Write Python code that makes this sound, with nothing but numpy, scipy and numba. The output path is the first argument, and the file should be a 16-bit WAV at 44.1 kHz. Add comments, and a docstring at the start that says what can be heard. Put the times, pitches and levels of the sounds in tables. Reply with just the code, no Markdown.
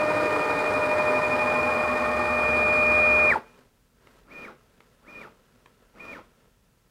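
"""A stepper motor drives the carriage of a desktop CNC router along its gantry in a workshop, then brakes.
Its hum and whine are sines locked to the shaft angle; filtered noise makes the nut roll along a ringing screw.
Three small clicks at a laptop, filtered impulses, each precede a short, quiet move of the vertical axis.
A faint resonant noise floor rises and drops in spells over steady background noise; noise tails make the room."""
import sys
import numpy as np
from scipy import signal
from scipy.fft import rfft, irfft
from scipy.io import wavfile
from scipy.ndimage import uniform_filter1d, map_coordinates
from numba import njit

SR = 44100
rng = np.random.default_rng(int(sys.argv[2]) if len(sys.argv) > 2 else 0)


def wav_record(signal):
    """Record a signal, one row per channel, as 16-bit PCM in the file named by sys.argv[1]."""
    frames = np.transpose(np.atleast_2d(signal))
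    bounded = np.clip(frames, -1, 1)
    # unit amplitude maps onto the largest positive 16-bit level
    quanta = np.round(bounded * 32767).astype(np.int16)
    wavfile.write(sys.argv[1], SR, quanta)


N = 304290
T = np.arange(N) / SR  # seconds
SHAFT_HZ, RAMP_S = 12.168, .094  # turns per second at full speed; time from rest to full speed

# The long move of the carriage, under way from the outset.
# Each row: full speed reached in seconds, braking starts in seconds, relative level in dB.
GANTRY_MOVE = [(-1, 3.299, 0.5)]


def undb(db):
    """Logarithmic level: decibels become an amplitude ratio."""
    return 10 ** (np.asarray(db) / 20)


def unit(x):
    """Normalisation by power: scale to rms 1."""
    return x / np.sqrt(np.mean(x ** 2))


def walk(rate):
    """Band-limited chance: random values, rate per second, smoothed twice, with a spread near 1."""
    k = int(SR / rate)
    values = np.repeat(rng.standard_normal(N // k + 1), k)
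    return 1.7 * uniform_filter1d(uniform_filter1d(values, k), k)[:N]


def curve(points):
    """Linear interpolation: timed points joined by straight lines."""
    return np.interp(T, *np.transpose(points))


def ease(at_s, over_s):
    """Sigmoid transition: a smooth change from 0 to 1, halfway at at_s."""
    return .5 + .5 * np.tanh((T - at_s) / over_s)


def colour(x, points):
    """Minimum-phase filtering: a causal filter whose spectrum follows (Hz, dB) points."""
    hz, db = np.transpose(points)
    size = 4096
    log_hz = np.log(np.fft.rfftfreq(size, 1 / SR) + 1)
    gain = undb(np.interp(log_hz, np.log(hz), db))
    # folding the cepstrum onto positive times makes the response causal
    cepstrum = irfft(np.log(gain))
    cepstrum[1:size // 2] *= 2
    cepstrum[size // 2 + 1:] = 0
    response = irfft(np.exp(rfft(cepstrum)))
    return signal.fftconvolve(x, response)[:len(x)]


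@njit
def svf(x, hz, width):
    """Second-order resonance: a state-variable band-pass with a moving centre, gain 1 there."""
    y, band, low = np.empty(len(x)), 0., 0.
    for i in range(len(x)):
        g, k = np.pi * hz[i] / SR, width / hz[i]
        v = (band + g * (x[i] - low)) / (1 + g * (g + k))
        band, low, y[i] = 2 * v - band, low + 2 * g * v, k * v
    return y


def ring(x, modes):
    """Modal superposition: one drive excites fixed resonances (Hz, width in Hz, dB) in parallel."""
    return sum(undb(db) * svf(x, np.full(N, float(hz)), float(width)) for hz, width, db in modes)


def motion(moves, jitter, swell_db=0):
    """Kinematics: speed 0-1 on straight ramps, a gain swelling in each move, and the integrated shaft angle."""
    speed, gain = 0, 1
    for start, stop, db in moves:
        ramp = np.clip(1 + np.minimum(T - start, stop - T) / RAMP_S, 0, 1)
        progress = np.clip((T - start) / (stop - start), 0, 1)
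        speed = speed + ramp
        gain = gain * undb((db + swell_db * (progress - 1.0)) * (ramp > 0))
    steps_per_turn = 200
    # jitter is in radians of the step tone's phase
    shake = jitter * walk(170) / steps_per_turn
    return speed, gain, 2 * np.pi * SHAFT_HZ * np.cumsum(speed) / SR + shake


def tones(angle, orders, waver_db):
    """Order excitation: sines locked to multiples of the shaft angle, each wavering as the load shifts."""
    out = 0
    for multiple, db in orders:
        level = undb(db + waver_db * walk(4.2))
        out = out + level * np.sqrt(2) * np.sin(multiple * angle + rng.uniform(0, 2 * np.pi))
    return out


def rolling(grain_db):
    """Contact noise: white noise with random grain, as from dense, uneven contacts of balls in nut and rails."""
    return unit(rng.standard_normal(N) * undb(grain_db * walk(450)))


def soften(x, speed, corner_hz=2600):
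    """Contact stiffness: slow contacts are softer, so the treble follows the speed."""
    dull = signal.sosfilt(signal.butter(1, corner_hz, fs=SR, output="sos"), x)
    return dull + speed * (x - dull)


def settle(drive, settle_s):
    """Exponential relaxation: loose parts go on rattling briefly after their drive has eased."""
    keep = np.exp(-1 / (settle_s * SR))
    return np.maximum(drive, signal.lfilter([1 - keep], [1, -keep], drive))


def chatter(angle, chop_hz=95, depth=0.46):
    """Amplitude modulation: the whine is chopped rapidly, near 95 times a second, in a wandering rhythm."""
    chop_phase = 2 * np.pi * chop_hz * T + 1.2 * walk(60)
    return np.sqrt(2) * np.sin(200 * angle) * (1 + depth * np.cos(chop_phase))


def driver(moving, db):
    """Current chopping: the motor supply whistles thinly near 13.4 kHz while an axis moves."""
    return undb(db) * np.sqrt(2) * moving * np.sin(2 * np.pi * 13400 * T + .9 * walk(40))


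def gantry():
    """Forced vibration by a moving axis: the tones of the long move, and its rattle."""
    speed, gain, angle = motion(GANTRY_MOVE, jitter=0.16)
    whistle = driver(np.minimum(10 * speed, 1), db=-71)
    return gain * gantry_motor(speed, angle) + whistle, gain * gantry_rattle(speed)


def gantry_motor(speed, angle, swing=0.4, tight_spot=1.4, hum_db=2.12, whine_db=1.23, braking_db=-17):
    """Synchronous excitation: coil hum and step whine; under braking the whine sweeps through frame modes."""
    # Coil hum along the gantry. Each row: time in seconds, level in dB before hum_db is added.
    hum_levels = [(0.04, -28), (0.26, -29.5), (0.55, -35), (0.67, -31), (1.15, -26), (1.18, -30),
                  (2.28, -32), (2.87, -28.5), (3.26, -29)]
    # Step whine, swelling late in the travel. Each row: time in seconds, level in dB before whine_db is added.
    whine_levels = [(0.1, -35), (1.62, -29), (2.13, -35), (2.47, -26), (3.07, -20.5), (3.28, -20.5)]
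    # Weaker motor tones. Each row: multiple of the shaft speed, relative level in dB.
    orders = [(71, -50), (95, -52.5), (100, -38), (101, -52), (103, -47), (150, -45), (151, -42),
              (194, -47.5), (250, -65), (300, -74.5), (400, -66), (550, -77), (600, -72)]
    # Frame modes. Each row: frequency in Hz, width in Hz, relative gain in dB.
    frame_modes = [(883, 38, 0.5), (960, 52.8, -6.5), (1400, 120, -5.5), (1850, 330, -3), (2350, 64, 3),
                   (478, 62, -17), (236, 26, -12)]
    # fifty rotor teeth, four full steps to each; the rotor labours at a tight spot (radians) in each turn
    turn = angle - tight_spot
    coil = np.sqrt(2) * np.sin(50 * angle)
    step = np.sqrt(2) * np.sin(200 * angle + swing * np.sin(turn))
    hum = undb(curve(hum_levels) + hum_db) * coil
    whine = undb(curve(whine_levels) + whine_db) * step * throb(turn)
    running = (hum + whine + tones(angle, orders, waver_db=1.1)) * speed ** 6
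    # strongest at half speed, absent at rest and at full speed
    braking = np.sqrt(4 * speed * (1 - speed))
    return running + ring(undb(braking_db) * braking * chatter(angle), frame_modes)


def throb(turn):
    """Periodic modulation at constant power: ever deeper once a turn, then twice a turn and calming."""
    change_s = 0.092
    flipped = ease(1.46, change_s)
    calmed = ease(2.25, change_s)
    once = (0.32 + 0.25 * T) * (1 - flipped)  # modulation depths
    twice = (0.072 + 0.28 * (1 - calmed)) * flipped
    gain = 1 + once * np.cos(turn) - twice * np.cos(2 * turn)
    return gain / np.sqrt(1 + (once ** 2 + twice ** 2) / 2)


def gantry_rattle(speed, body_db=18.0):
    """Structure-borne noise: the rolling nut hisses, rings the screw and shakes the carriage plates."""
    # Hiss of the nut. Each row: time in seconds, level in dB before body_db is added.
    hiss_levels = [(0.08, -49), (1.41, -49.5), (1.95, -51), (2.91, -49), (3.24, -49.5)]
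    # Spectrum of the rolling noise. Each row: frequency in Hz, relative level in dB per Hz.
    body_spectrum = [(30, -23.5), (110, -4), (190, -7.5), (450, 0), (680, -2.5), (900, -3), (1300, -1.5),
                     (1650, -8.5), (2400, -13), (2900, -22.5), (5000, -23), (5900, -34.5), (9000, -31),
                     (15500, -59)]
    # Plate resonances. Each row: frequency in Hz, width in Hz, relative level in dB, loudest at in seconds.
    plate_modes = [(448.5, 21, -40.5, .3), (488, 69, -36.5, .3), (730, 40, -39, 1.8), (860, 31, -37, 1.7),
                   (1335, 12, -44, 1.7), (1435, 24, -44, .3)]
    contacts = soften(bench_echo(rolling(grain_db=1.5)), np.sqrt(speed))
    body = undb(curve(hiss_levels) + body_db) * unit(colour(contacts, body_spectrum))
    plates = 0
    for hz, width, db, loudest_s in plate_modes:
        plate = unit(ring(rolling(grain_db=0.0), [(hz, width, 0)]))
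        plates = plates + undb(db) * passing(loudest_s, fade_db_per_s=3.0) * plate
    return (body + plates) * settle(speed ** .8, settle_s=.02) + screw() * speed


def bench_echo(x, first_s=0.00043, last_s=0.00073, share=0.06):
    """Comb interference: a bed reflection whose path grows as the listener edges round recolours the hiss."""
    braking_starts_s = GANTRY_MOVE[0][1]
    lag = np.interp(T, [0, braking_starts_s], [first_s, last_s])
    return x + share * map_coordinates(x, [(T - lag) * SR], order=3)


def screw():
    """Length-dependent resonance: the screw rings on both sides of the nut, at pitches that follow the spans."""
    # Screw resonances, falling on the growing span and rising on the shrinking one.
    # Each row: first frequency in Hz, last frequency in Hz, halfway at in seconds, width of each of two
    # filters in Hz, loudest at in seconds, relative level there in dB, fade to either side in dB per second.
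    span_modes = [(117, 72, 1.1, 8, 3.1, -41.5, 5.5), (317, 238, .72, 14, 1.9, -38.5, 0.8),
                  (952, 1200, 1.75, 90, 1.5, -35.5, 2)]
    out = 0
    for first_hz, last_hz, halfway_s, width, loudest_s, db, fade in span_modes:
        hz = first_hz + (last_hz - first_hz) * ease(halfway_s, .75)
        span = svf(svf(rolling(grain_db=1.8), hz, float(width)), hz, float(width))
        out = out + undb(db) * passing(loudest_s, fade) * steady(span)
    return out


def passing(loudest_s, fade_db_per_s):
    """Position-dependent coupling: gain as the nut nears and leaves the place where it drives a mode best."""
    return undb(-fade_db_per_s * np.abs(T - loudest_s))


def steady(x, over_s=.15):
    """Running power normalisation: even out the slow swells of a narrow resonance driven without pause."""
    power = np.abs(uniform_filter1d(x ** 2, int(over_s * SR)))
    return x / np.sqrt(power + 1e-18)


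def background():
    """Gated and stationary noise: a faint resonant floor rises and drops in spells over steady shop noise."""
    # Spells in which the faint noise floor is raised.
    # Each row: start in seconds, end in seconds, level in dB whose gain is added to the rest gain.
    floor_spells = [(3.2, 3.648, -60), (4.02, 4.226, -60.5), (4.542, 6.499, -68.5)]
    # Resonances of the noise floor. Each row: frequency in Hz, width in Hz, relative gain in dB.
    floor_modes = [(247, 28, 4.5), (446, 190, 1), (960, 220, -9), (1300, 67, -4), (1560, 150, -18),
                   (2550, 300, -22.5)]
    # Spectrum of the steady shop noise. Each row: frequency in Hz, relative level in dB per Hz.
    shop_spectrum = [(15, -37.5), (25, -9), (44, 2.5), (71, -8.5), (129, -3.5), (188, -8), (410, -22),
                     (3430, -29.5), (4370, -30.5), (5280, -30), (15500, -34)]
    rest_db, fade_s = -71.5, 0.042
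    gain = undb(rest_db)
    for start, end, db in floor_spells:
        gain = gain + undb(db) * (ease(start, fade_s) - ease(end, fade_s))
    noise_floor = gain * unit(ring(unit(rng.standard_normal(N) * undb(1.5 * walk(450))), floor_modes))
    shop = undb(-64) * unit(colour(rng.standard_normal(N), shop_spectrum))
    return noise_floor + shop


def clicks(bounce_s=0.001225, loss_db=-0.5, count=3):
    """Impulse excitation: each click is a snap and the switch bouncing on its stop."""
    # Clicks at the laptop. Each row: time in seconds, peak level of the first contact alone in dB.
    click_times = [(4.0717, -40), (4.8053, -39), (5.6597, -38.5)]
    # Spectrum of one contact. Each row: frequency in Hz, relative level in dB.
    click_spectrum = [(150, -10), (500, -4), (900, 3), (1500, -6), (2200, -2), (3600, -13), (5000, -24),
                      (8000, -28), (15000, -41)]
    out = np.zeros(N)
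    for start, db in click_times:
        for k in range(count):
            contact_s = start + k * bounce_s * rng.uniform(.8, 1.2)
            out[int(contact_s * SR)] += (-1) ** k * undb(db + k * loss_db)
    peak = np.abs(colour(signal.unit_impulse(N), click_spectrum)).max()
    return colour(out, click_spectrum) / peak


def lift(step_db=-43.5):
    """Forced vibration under load: tones of three short vertical moves, and rattle that grows under braking."""
    # Moves. Each row: full speed reached in seconds, braking starts in seconds, relative level by then in dB.
    lift_moves = [(4.321, 4.444, -0.18), (5.088, 5.212, -1.3), (6.003, 6.127, 0.58)]
    # Weaker motor tones. Each row: multiple of the shaft speed, relative level in dB.
    orders = [(50, -59), (100, -66), (150, -58), (151, -61), (201, -57), (400, -80)]
    # Modes of the vertical slide. Each row: frequency in Hz, width in Hz, relative gain in dB.
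    slide_modes = [(440, 82, -0.5), (850, 64, 6), (1370, 180, 3.5), (1753, 120, -0.5), (2350, 180, 5.5)]
    # Spectrum of the rolling noise. Each row: frequency in Hz, relative level in dB per Hz.
    body_spectrum = [(30, -11), (130, -9), (240, 1), (330, -5), (550, -1), (750, -12.5), (1350, -4),
                     (1650, -16), (2500, -13.5), (3000, -21.5), (5000, -26), (6200, -31.5), (9000, -36.5),
                     (15500, -41)]
    speed, gain, angle = motion(lift_moves, jitter=0.15, swell_db=4.5)
    braking = uniform_filter1d(1. * (np.gradient(speed) < 0), size=700)
    step = np.sqrt(2) * np.sin(200 * angle) * undb(1.6 * walk(130))
    others = tones(angle, orders, waver_db=1)
    motor = (undb(step_db) * step + others) * speed ** 9
    # the slide answers the sweeping whine weakly as the speed rises, strongly as it falls
    sweep_gain = speed ** 1.51 * np.sqrt(1 - speed) * undb(-46.5 + 11.0 * braking)
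    sweep = ring(chatter(angle) * sweep_gain, slide_modes)
    # the screw takes up its load gently and rattles on until it stops
    load = (1 - braking) * speed ** 1.4 + braking * undb(2.5) * speed ** .8
    contacts = unit(colour(soften(rolling(grain_db=1.5), speed), body_spectrum))
    rattle = contacts * settle(load, settle_s=0.016) * undb(-46.5)
    whistle = driver(np.maximum(speed ** 7, braking * np.sqrt(speed)), db=-83)
    return gain * (motor + sweep) + whistle, gain * rattle


def room(x, t60, wet_db, treble_share=.85, split_hz=5000, lowest_hz=200):
    """Diffuse reverberation: a cluttered workshop, too small to ring in the bass; the treble dies sooner."""
    t = T[:SR]
    high_pass = signal.butter(2, lowest_hz, "high", fs=SR, output="sos")
    noise = signal.sosfilt(high_pass, rng.standard_normal(SR))
    low = signal.sosfilt(signal.butter(1, split_hz, fs=SR, output="sos"), noise)
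    fade = np.exp(-np.log(1000) * t / t60)  # 60 dB down after t60 seconds
    tail = (low * fade + (noise - low) * fade ** (1 / treble_share)) * (t > .005)
    return undb(wet_db) * signal.fftconvolve(x, tail / np.linalg.norm(tail))[:N]


def scene():
    """Direct and diffuse fields: motors are close; screws and rails radiate along their length into the room."""
    long_tones, long_rattle = gantry()
    short_tones, short_rattle = lift()
    ticks = clicks()
    direct = long_tones + long_rattle + short_tones + short_rattle + ticks
    send = undb(-11.5) * (long_tones + short_tones) + long_rattle + undb(4) * short_rattle + undb(-2) * ticks
    # the bench and the machine bed give the short tail, the shelves and walls the long one
    near = room(send, t60=0.18, wet_db=-7.5)
    far = room(send, t60=0.54, wet_db=-20.0)
    return (direct + near + far + background())[None]


def record(dry):
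    """Band limitation: a steep elliptic low-pass cuts the top of the spectrum."""
    top_hz = 15700
    return signal.sosfilt(signal.ellip(10, .1, 80, top_hz, fs=SR, output="sos"), dry)


dry = scene()
out = record(dry)
wav_record(out)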